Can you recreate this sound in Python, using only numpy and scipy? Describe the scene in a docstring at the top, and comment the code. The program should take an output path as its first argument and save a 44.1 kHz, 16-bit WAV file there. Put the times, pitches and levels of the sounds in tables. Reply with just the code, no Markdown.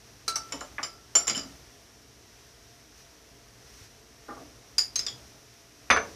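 """A butter knife clinks, bounces and chatters on a ceramic dish, later on a plate, and is put down on the counter.
Each clink adds fading tones of ceramic and steel, short cracks of noise and a knock passed down to the counter.
Shaped noise makes the soft hiss of the blade on the bread. Noisy pushes on the counter's tones make dull knocks.
An appliance hums with wavering tones over a noise drone and hiss. A small kitchen answers the contacts with a
fading noise tail; one microphone feeds both channels."""
import sys
import numpy as np
from scipy import signal
from scipy.fft import rfft, irfft, next_fast_len
from scipy.io import wavfile
from scipy.ndimage import map_coordinates

SR = 44100
rng = np.random.default_rng(int(sys.argv[2]) if len(sys.argv) > 2 else 0)


def volts_from_db(level):
    """Convert decibel levels to linear amplitude ratios."""
    exponent = np.asarray(level, float) / 20
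    return 10 ** exponent


def store_wav(level_fs):
    """Save 16-bit WAV to argv[1]."""
    pcm = np.round(np.clip(np.atleast_2d(level_fs), -1, 1) * 32767)
    wavfile.write(sys.argv[1], SR, pcm.T.astype(np.int16))


N = 271215  # samples in the scene


def unit(x):
    """Scales a sound to an average strength (rms) of 1."""
    return x / np.sqrt(np.mean(x ** 2) + 1e-20)


def along(points, hz):
    """Reads values between (frequency, value) points, on a log frequency axis."""
    f, value = np.transpose(points)
    return np.interp(np.log(hz + 1), np.log(f + 1), value)


def wobble(rate):
    """A smooth curve through random points, rate points a second."""
    points = rng.standard_normal(int(N * rate / SR) + 4)
    return map_coordinates(points, [np.arange(N) * rate / SR])


def coloured(spectrum):
    """Noise of rms 1, made by weighting each frequency of plain noise by the spectrum."""
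    size = next_fast_len(N + 8192)
    weight = volts_from_db(along(spectrum, np.fft.rfftfreq(size, 1 / SR)))
    return unit(irfft(rfft(rng.standard_normal(N), size) * weight, size)[:N])


def hump(top_s, rise_s, fall_s):
    """A smooth bump that rises to 1 at top_s and falls away again."""
    t = np.arange(N) / SR - top_s
    return np.exp(-(t / np.where(t < 0, rise_s, fall_s)) ** 2)


def add(track, s, sound):
    """Mixes a sound into the track, starting at s seconds."""
    part = track[round(s * SR):][:len(sound)]
    part += sound[:len(part)]


# Colour of the appliance's drone: (f/Hz, relative level/dB per Hz)
DRONE_COLOUR = [(12, -51.5), (20, -30), (27, -19), (59, 3), (87, -7.5), (123, 0), (146, -10.5), (456, -9),
                (497, -13), (693, -12.5), (1300, -22.5), (1690, -31), (2860, -120)]
# Colour of the appliance's hiss, also lent to the blade on the bread: (f/Hz, relative level/dB per Hz)
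HISS_COLOUR = [(530, -53), (900, -6), (1000, -6.5), (1410, -3.5), (1480, -4.5), (1830, -2.5), (2110, -4),
               (3310, -6), (4610, -5), (5780, 1.5), (7320, -11), (13900, -16), (14700, -20), (15300, -32.5)]
# Humming motor tones: (middle f/Hz, middle level/dB, size of pitch waver f/Hz)
MOTOR_TONES = [(55.7, -69, 9.1), (123.3, -68, 7.93), (234, -73, 6.53), (294, -70, 10.044), (416, -70, 9.5),
               (455, -72.5, 9.06), (677, -69.5, 14)]
# The background noise swells around the hits and sinks again: (top t/s, drone's rise at the top level/dB)
SWELLS = [(0.551, 5.5), (1.402, 6), (4.4, 2.5), (5.12, 4.5), (6.12, 7)]


def appliance():
    """Motor tones that waver in pitch and strength, over a drone and a hiss of shaped noise."""
    swell_db = sum(db * hump(s, rise_s=0.21, fall_s=0.28) for s, db in SWELLS)
    tones = np.zeros(N)
    for hz, db, waver_hz in MOTOR_TONES:
        strength = volts_from_db(db + 3 * wobble(11))
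        pitch_hz = hz + waver_hz * wobble(22)
        tones += strength * np.sin(2 * np.pi * np.cumsum(pitch_hz) / SR)
    drone = volts_from_db(-59 + swell_db + 1.2 * wobble(3.07)) * coloured(DRONE_COLOUR)
    # the hiss swells less than the drone
    hiss = volts_from_db(-57.5 + 0.74 * swell_db + 0.5 * wobble(7)) * coloured(HISS_COLOUR)
    return tones + drone + hiss


def ring(hz, modes, rattle, grip, favoured_hz=1, lift_db=0, size=SR // 4):
    """Fading tones (modes) flutter in loose contact; the one favoured by the contact point is lifted and steadier."""
    step = 16  # samples per step of the slow curves
    t = np.arange(size) / SR
    slow_t = t[::step]
    hz = np.array(hz)[:, None]
    db, t60 = np.transpose(modes)[:, :, None]
    level_luck, start_luck = rng.standard_normal((2, len(modes), 1))
    # only the nearest mode can be favoured, and only if it is close
    apart = np.abs(np.log(hz / favoured_hz))
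    favoured = (apart == apart.min()) & (apart < 0.04)
    db = db + lift_db * favoured + 1.5 * level_luck
    # flutter of strength and of phase: 200 random points a second, less for the favoured mode
    points = rng.standard_normal((2, len(modes), 128))
    place = np.broadcast_arrays(np.arange(len(modes))[:, None], 200 * slow_t)
    loose = rattle * (1 - np.where(t60 > 0.35, 0.92, 0.55) * favoured)
    flutter, turn = (loose * map_coordinates(p, place, order=1) for p in points)
    # while the knife presses, the ring is lost quickly: a strong start that soon fades
    pressed = 1 + grip * ~favoured * volts_from_db(-60 * slow_t / 0.033)
    strength = (1 + flutter) * pressed * volts_from_db(db - 60 * slow_t / t60)
    strength, turn = (np.repeat(v, step, axis=1)[:, :size] for v in (strength, turn))
    tones = strength * np.sin(2 * np.pi * (hz * t + start_luck) + turn)
    return np.sum(tones, axis=0) * (1 - np.exp(-t / 0.00067))  # soft start


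def crack(db, low_hz, top_hz, t60):
    """The short noise of two hard surfaces meeting: a fading burst kept to one band."""
    t = np.arange(SR // 4) / SR
    burst = volts_from_db(db - 60 * t / t60) * (1 - np.exp(-t / 0.0011)) * rng.standard_normal(len(t))
    band = signal.butter(2, [low_hz, top_hz], "band", fs=SR, output="sos")
    return signal.sosfilt(band, burst)


# How fast the kitchen's echo fades by 60 dB: (f/Hz, fade t/s)
KITCHEN_FADE = [(150, 0.63), (1000, 0.25), (5000, 0.23), (12000, 0.11)]


def kitchen(x, room_db):
    """The direct sound and a noise tail in which each frequency dies at its own speed."""
    hz, t, noise = signal.stft(rng.standard_normal(SR // 3), SR, nperseg=256)
    fading = noise * volts_from_db(-60 * t / along(KITCHEN_FADE, hz)[:, None])
    tail = signal.istft(fading, SR, nperseg=256)[1]
    tail = np.pad(tail / np.linalg.norm(tail), (round(0.002 * SR), 0))  # the echo comes a little later
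    return np.pad(x, (0, len(tail) - 1)) + volts_from_db(room_db) * signal.fftconvolve(x, tail)


# Tones of the counter's boards: (f/Hz)
COUNTER_HZ = [100, 150, 280, 340, 450, 560, 668, 974, 1190, 1380, 1717, 1960, 2180, 2444, 3500]
# Before the push and filters, for each of those tones: (typical level/dB, fade by 60 dB t/s)
COUNTER_MODES = [(-2.5, 0.095), (-13.5, 0.052), (-4.5, 0.12), (-34, 0.089), (-10, 0.051), (-7, 0.1),
                 (-10, 0.21), (-5, 0.064), (2, 0.057), (-6.5, 0.067), (-28, 0.036), (-6, 0.081),
                 (0.5, 0.05), (-1, 0.059), (5.5, 0.051)]


def knock(low_hz, top_hz, contact_s):
    """The counter's boards, driven by a rough push whose length follows the contact time."""
    t = np.arange(round(4 * contact_s * SR) + 1) / SR
    push = rng.standard_normal(len(t)) * (t + 1 / SR) * np.exp(-2 * t / (contact_s + 1 / SR))
    boards = ring(COUNTER_HZ, COUNTER_MODES, rattle=1.68, grip=0.13, size=SR // 8)
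    boards = boards + crack(15.6, 390, 9000, t60=0.061)[:SR // 8]
    u = np.arange(len(boards)) / SR / 0.0002
    slap = volts_from_db(27.5) * np.sin(2 * u) * u * np.exp(-u)  # the air squeezed out at first touch
    dull = signal.butter(5, top_hz, fs=SR, output="sos")
    thin = signal.butter(2, low_hz, "high", fs=SR, output="sos")
    sharp = signal.sosfilt(np.vstack([dull, thin]), boards + slap)
    blow = signal.fftconvolve(sharp, push)[:len(boards)]
    return blow * np.linalg.norm(sharp) / np.linalg.norm(blow)  # the push spreads the energy, no more


# Dull knocks on the counter: (t/s, level/dB, low f/Hz, top f/Hz, contact t/s)
COUNTER_KNOCKS = [(.072, -67.5, 907.3, 5930, 0.0025), (.360, -41.5, 900, 1760, 0.0022),
                  (.528, -37.5, 250, 870, 0.016), (.609, -39.5, 900, 1500, 0.0052),
                  (0.7818, -40, 477, 2150, 0.0013), (.789, -40, 486, 1770, 0.004),
                  (1.289, -39.5, 180, 330, 0.0092), (1.362, -36.5, 180, 330, .01),
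                  (3.806, -39, 40, 141, 0.013), (4.280, -38, 350, 1410, 0.029),
                  (4.365, -47, 300, 1280, 0.01), (4.399, -46.5, 200, 705.5, 0.019),
                  (5.9014, -21, 500, 2660, 0.000086), (5.905, -32.5, 70, 330, 0.0036),
                  (5.9106, -23, 606, 2780, 0), (5.922, -27, 402, 2300, 0.0123),
                  (5.9625, -24.5, 453, 1720, 0.001), (5.970, -27, 450, 2340, 0.0076)]


def knocks():
    """Hands, handle and crockery meet the counter and set its boards ringing."""
    out = np.zeros(N)
    for s, db, low_hz, top_hz, contact_s in COUNTER_KNOCKS:
        add(out, s, kitchen(volts_from_db(db) * knock(low_hz, top_hz, contact_s), room_db=-7.5))
    return out


# Tones of the held knife: (f/Hz)
KNIFE_HZ = [4070, 4673, 5303, 5448, 5890, 6342, 7994, 9125, 11280, 12280, 13650]
# Before the strength and lift of a clink, for each of those tones: (typical level/dB, fade by 60 dB t/s)
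KNIFE_MODES = [(-10, 0.031), (-9.5, 0.069), (-27, 0.112), (-8, 0.061), (-13.5, 0.054), (-11, 0.1),
               (-17.5, 0.11), (-16, 0.15), (-53, .2), (-39.5, 0.1357), (-28, 0.116)]


def clink(hz, modes, hit, down_db, dulls, kept=1, rattle=0.84):
    """Steel on ceramic rings both, cracks, and passes a knock down; softer blows have less treble."""
    ceramic_db, knife_db, favoured_hz, lift_db = hit
    # dulls: dB of treble lost for each dB that the ceramic's level is under -20
    lost_db = dulls * max(-20 - ceramic_db, 0)
    # kept: share of the ring time left
    heard = [(db - lost_db * (f > 8500), kept * t60) for f, (db, t60) in zip(hz, modes)]
    china = ring(hz, heard, rattle, 2.2, favoured_hz, lift_db)
    china = china + crack(-1.8, 1470, 4400, t60=0.075) + crack(-24.5 - lost_db, 10000, 14000, t60=0.041)
    steel = ring(KNIFE_HZ, KNIFE_MODES, 0.67, 1.8, favoured_hz, lift_db, size=SR // 6)
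    steel = steel + crack(-0.57, 1430, 10200, t60=0.055)[:SR // 6]
    steel = np.pad(steel, (0, SR // 4 - SR // 6))
    below = np.pad(knock(360, 1560, contact_s=0), (0, SR // 4 - SR // 8))
    blow = np.hypot(volts_from_db(ceramic_db), volts_from_db(knife_db))
    mix = volts_from_db(ceramic_db) * china + volts_from_db(knife_db) * steel + blow * volts_from_db(down_db) * below
    return kitchen(mix, room_db=-4.5)


# Tones of the dish: (f/Hz)
DISH_HZ = [1340, 2228, 3004, 4885, 5280, 5500, 5600, 5700, 6030, 6821, 7052, 7203, 7350, 9760, 10800, 12660,
           13200]
# Before the strength, lift and damping of a clink, for each of those tones: (typical level/dB, fade by 60 dB t/s)
DISH_MODES = [(-28, 0.66), (-19, 0.055), (-21, 0.11), (-28.5, 0.35), (-12, 0.066), (-35, 0.088),
              (-12.5, 0.04), (-37, 0.13), (-23.5, 0.14), (-9, 0.029), (-34, 0.12), (-12.5, 0.16),
              (-23, 0.1), (-26, 0.22), (-60.5, 0.159), (-30, 0.26), (-44, 0.108)]
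# Knife on dish: (t/s, ceramic level/dB, knife level/dB, favoured f/Hz, its lift level/dB)
DISH_HITS = [(.279, -35, -25, 1342, 28), (.281, -49, -28, 4070, 18.5), (0.296, -46, -36, 5303, 12),
             (.357, -40.5, -28, 5930, 18.5), (0.364, -55, -38, 5890, 23), (0.398, -60, -52, 5915, 20),
             (0.5219, -27, -44, 2975, 8), (0.607, -36.5, -47, 5280, 11), (.830, -27, -61, 4885, 22),
             (0.8306, -36, -58, 7203, 6), (0.834, -33, -60, 6030, 17), (1.152, -20, -27.5, 7203, 17),
             (1.156, -21.5, -64, 5600, 19), (1.2694, -28.5, -60, 5280, 16), (1.278, -21.5, -62, 3004, 15),
             (1.284, -32.5, -62, 7203, 15.5), (1.297, -23, -60, 4885, 23.5), (1.303, -36, -60, 5280, 19),
             (1.311, -35, -68, 5600, 1.5), (1.348, -31.5, -70, 3004, 21), (1.351, -44, -62, 5280, 25),
             (1.358, -33, -64, 5500, 25), (1.367, -30.5, -65, 4885, 23), (1.377, -30.5, -68, 5280, 14.5),
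             (1.390, -34.5, -65, 3004, 15)]
# The blade chatters without leaving the dish: (start t/s, end t/s)
RESTING = (1.26, 1.4)


def dish_clinks():
    """The knife bounces on the dish; while it rests there, the ring is shorter and flutters more."""
    out = np.zeros(N)
    for s, *hit in DISH_HITS:
        resting = RESTING[0] < s < RESTING[1]
        kept, rattle = (0.59, 1.18) if resting else (1, 0.84)
        add(out, s, clink(DISH_HZ, DISH_MODES, hit, -19, 0.48, kept, rattle))
    return out


# The blade drawn over the bread: (loudest t/s, growth t/s, level/dB at the loudest)
STROKES = [(3.003, 0.049, -57), (3.848, 0.25, -55)]


def spreading():
    """A soft noise hiss that grows along each stroke and soon dies as the blade lifts."""
    strength = sum(volts_from_db(db) * hump(s, growth_s, fall_s=0.026) for s, growth_s, db in STROKES)
    return strength * coloured(HISS_COLOUR)


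# Tones of the plate: (f/Hz)
PLATE_HZ = [1836, 2200, 2875, 3343, 3600, 4700, 4940, 5200, 5706, 6934, 7150, 7655, 8764, 9539, 9711, 10350,
            12410, 13250]
# Before the strength and lift of a clink, for each of those tones: (typical level/dB, fade by 60 dB t/s)
PLATE_MODES = [(-21, 0.018), (-41, 0.032), (-25.5, 0.049), (-33.5, 0.037), (-34, 0.033), (-12.5, 0.025),
               (-9.5, 0.036), (-8, 0.078), (-15, 0.04), (-16, 0.15), (-25, 0.11), (-22, 0.072), (-22, 0.23),
               (-27, 0.19), (-20, 0.24), (-31, 0.17), (-32, 0.33), (-23, 0.26)]
# Knife on plate: (t/s, ceramic level/dB, knife level/dB, favoured f/Hz, its lift level/dB)
PLATE_HITS = [(4.7815, -22, -27, 4700, 17), (4.784, -34, -60, 6934, 23), (4.789, -30.5, -56.5, 4940, 26),
              (4.9568, -26.5, -31.5, 6342, 23.4), (4.959, -38, -37, 4070, 19.4),
              (4.992, -26.5, -59, 4940, 13), (5.065, -29, -54, 4940, 12), (5.068, -36.5, -68, 3600, 40),
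              (5.083, -36.5, -70, 3343, 43.2), (5.126, -54, -65, 3343, 50)]


def plate_clinks():
    """The knife hits the plate, which passes less knock down and dulls more when hit softly."""
    out = np.zeros(N)
    for s, *hit in PLATE_HITS:
        add(out, s, clink(PLATE_HZ, PLATE_MODES, hit, down_db=-29, dulls=2.2))
    return out


# Tones of the blade let go of: (f/Hz)
LOOSE_KNIFE_HZ = [6121, 7429, 9383]
# Before the strength of a landing, for each of those tones: (typical level/dB, fade by 60 dB t/s)
LOOSE_KNIFE_MODES = [(1.5, 0.17), (-27.5, 0.0409), (-13.5, 0.11)]
# The knife lands on the counter: (t/s, level/dB)
LANDINGS = [(5.903, -20.5), (5.963, -32)]


def put_down():
    """The knife put down rings freely, with a crack as the surfaces meet."""
    out = np.zeros(N)
    for s, db in LANDINGS:
        steel = ring(LOOSE_KNIFE_HZ, LOOSE_KNIFE_MODES, rattle=0.18, grip=0)
        steel = steel + crack(8, 3900, 5670, t60=0.059)
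        add(out, s, kitchen(volts_from_db(db) * steel, room_db=-4.5))
    return out


def scene():
    """All the sounds at one microphone, the same in both channels."""
    mix = appliance() + knocks() + dish_clinks() + spreading() + plate_clinks() + put_down()
    return np.tile(mix, (2, 1))


def band_limit(x):
    """A steep low-pass at the top of the band."""
    return signal.sosfilt(signal.butter(12, 15410, fs=SR, output="sos"), x)


def record(dry):
    """A steep low-pass near 14.65 kHz removes the highest treble."""
    edge = signal.butter(14, 14650, fs=SR, output="sos")
    mix = signal.sosfilt(edge, dry)
    return band_limit(mix)


dry = scene()
out = record(dry)
store_wav(out)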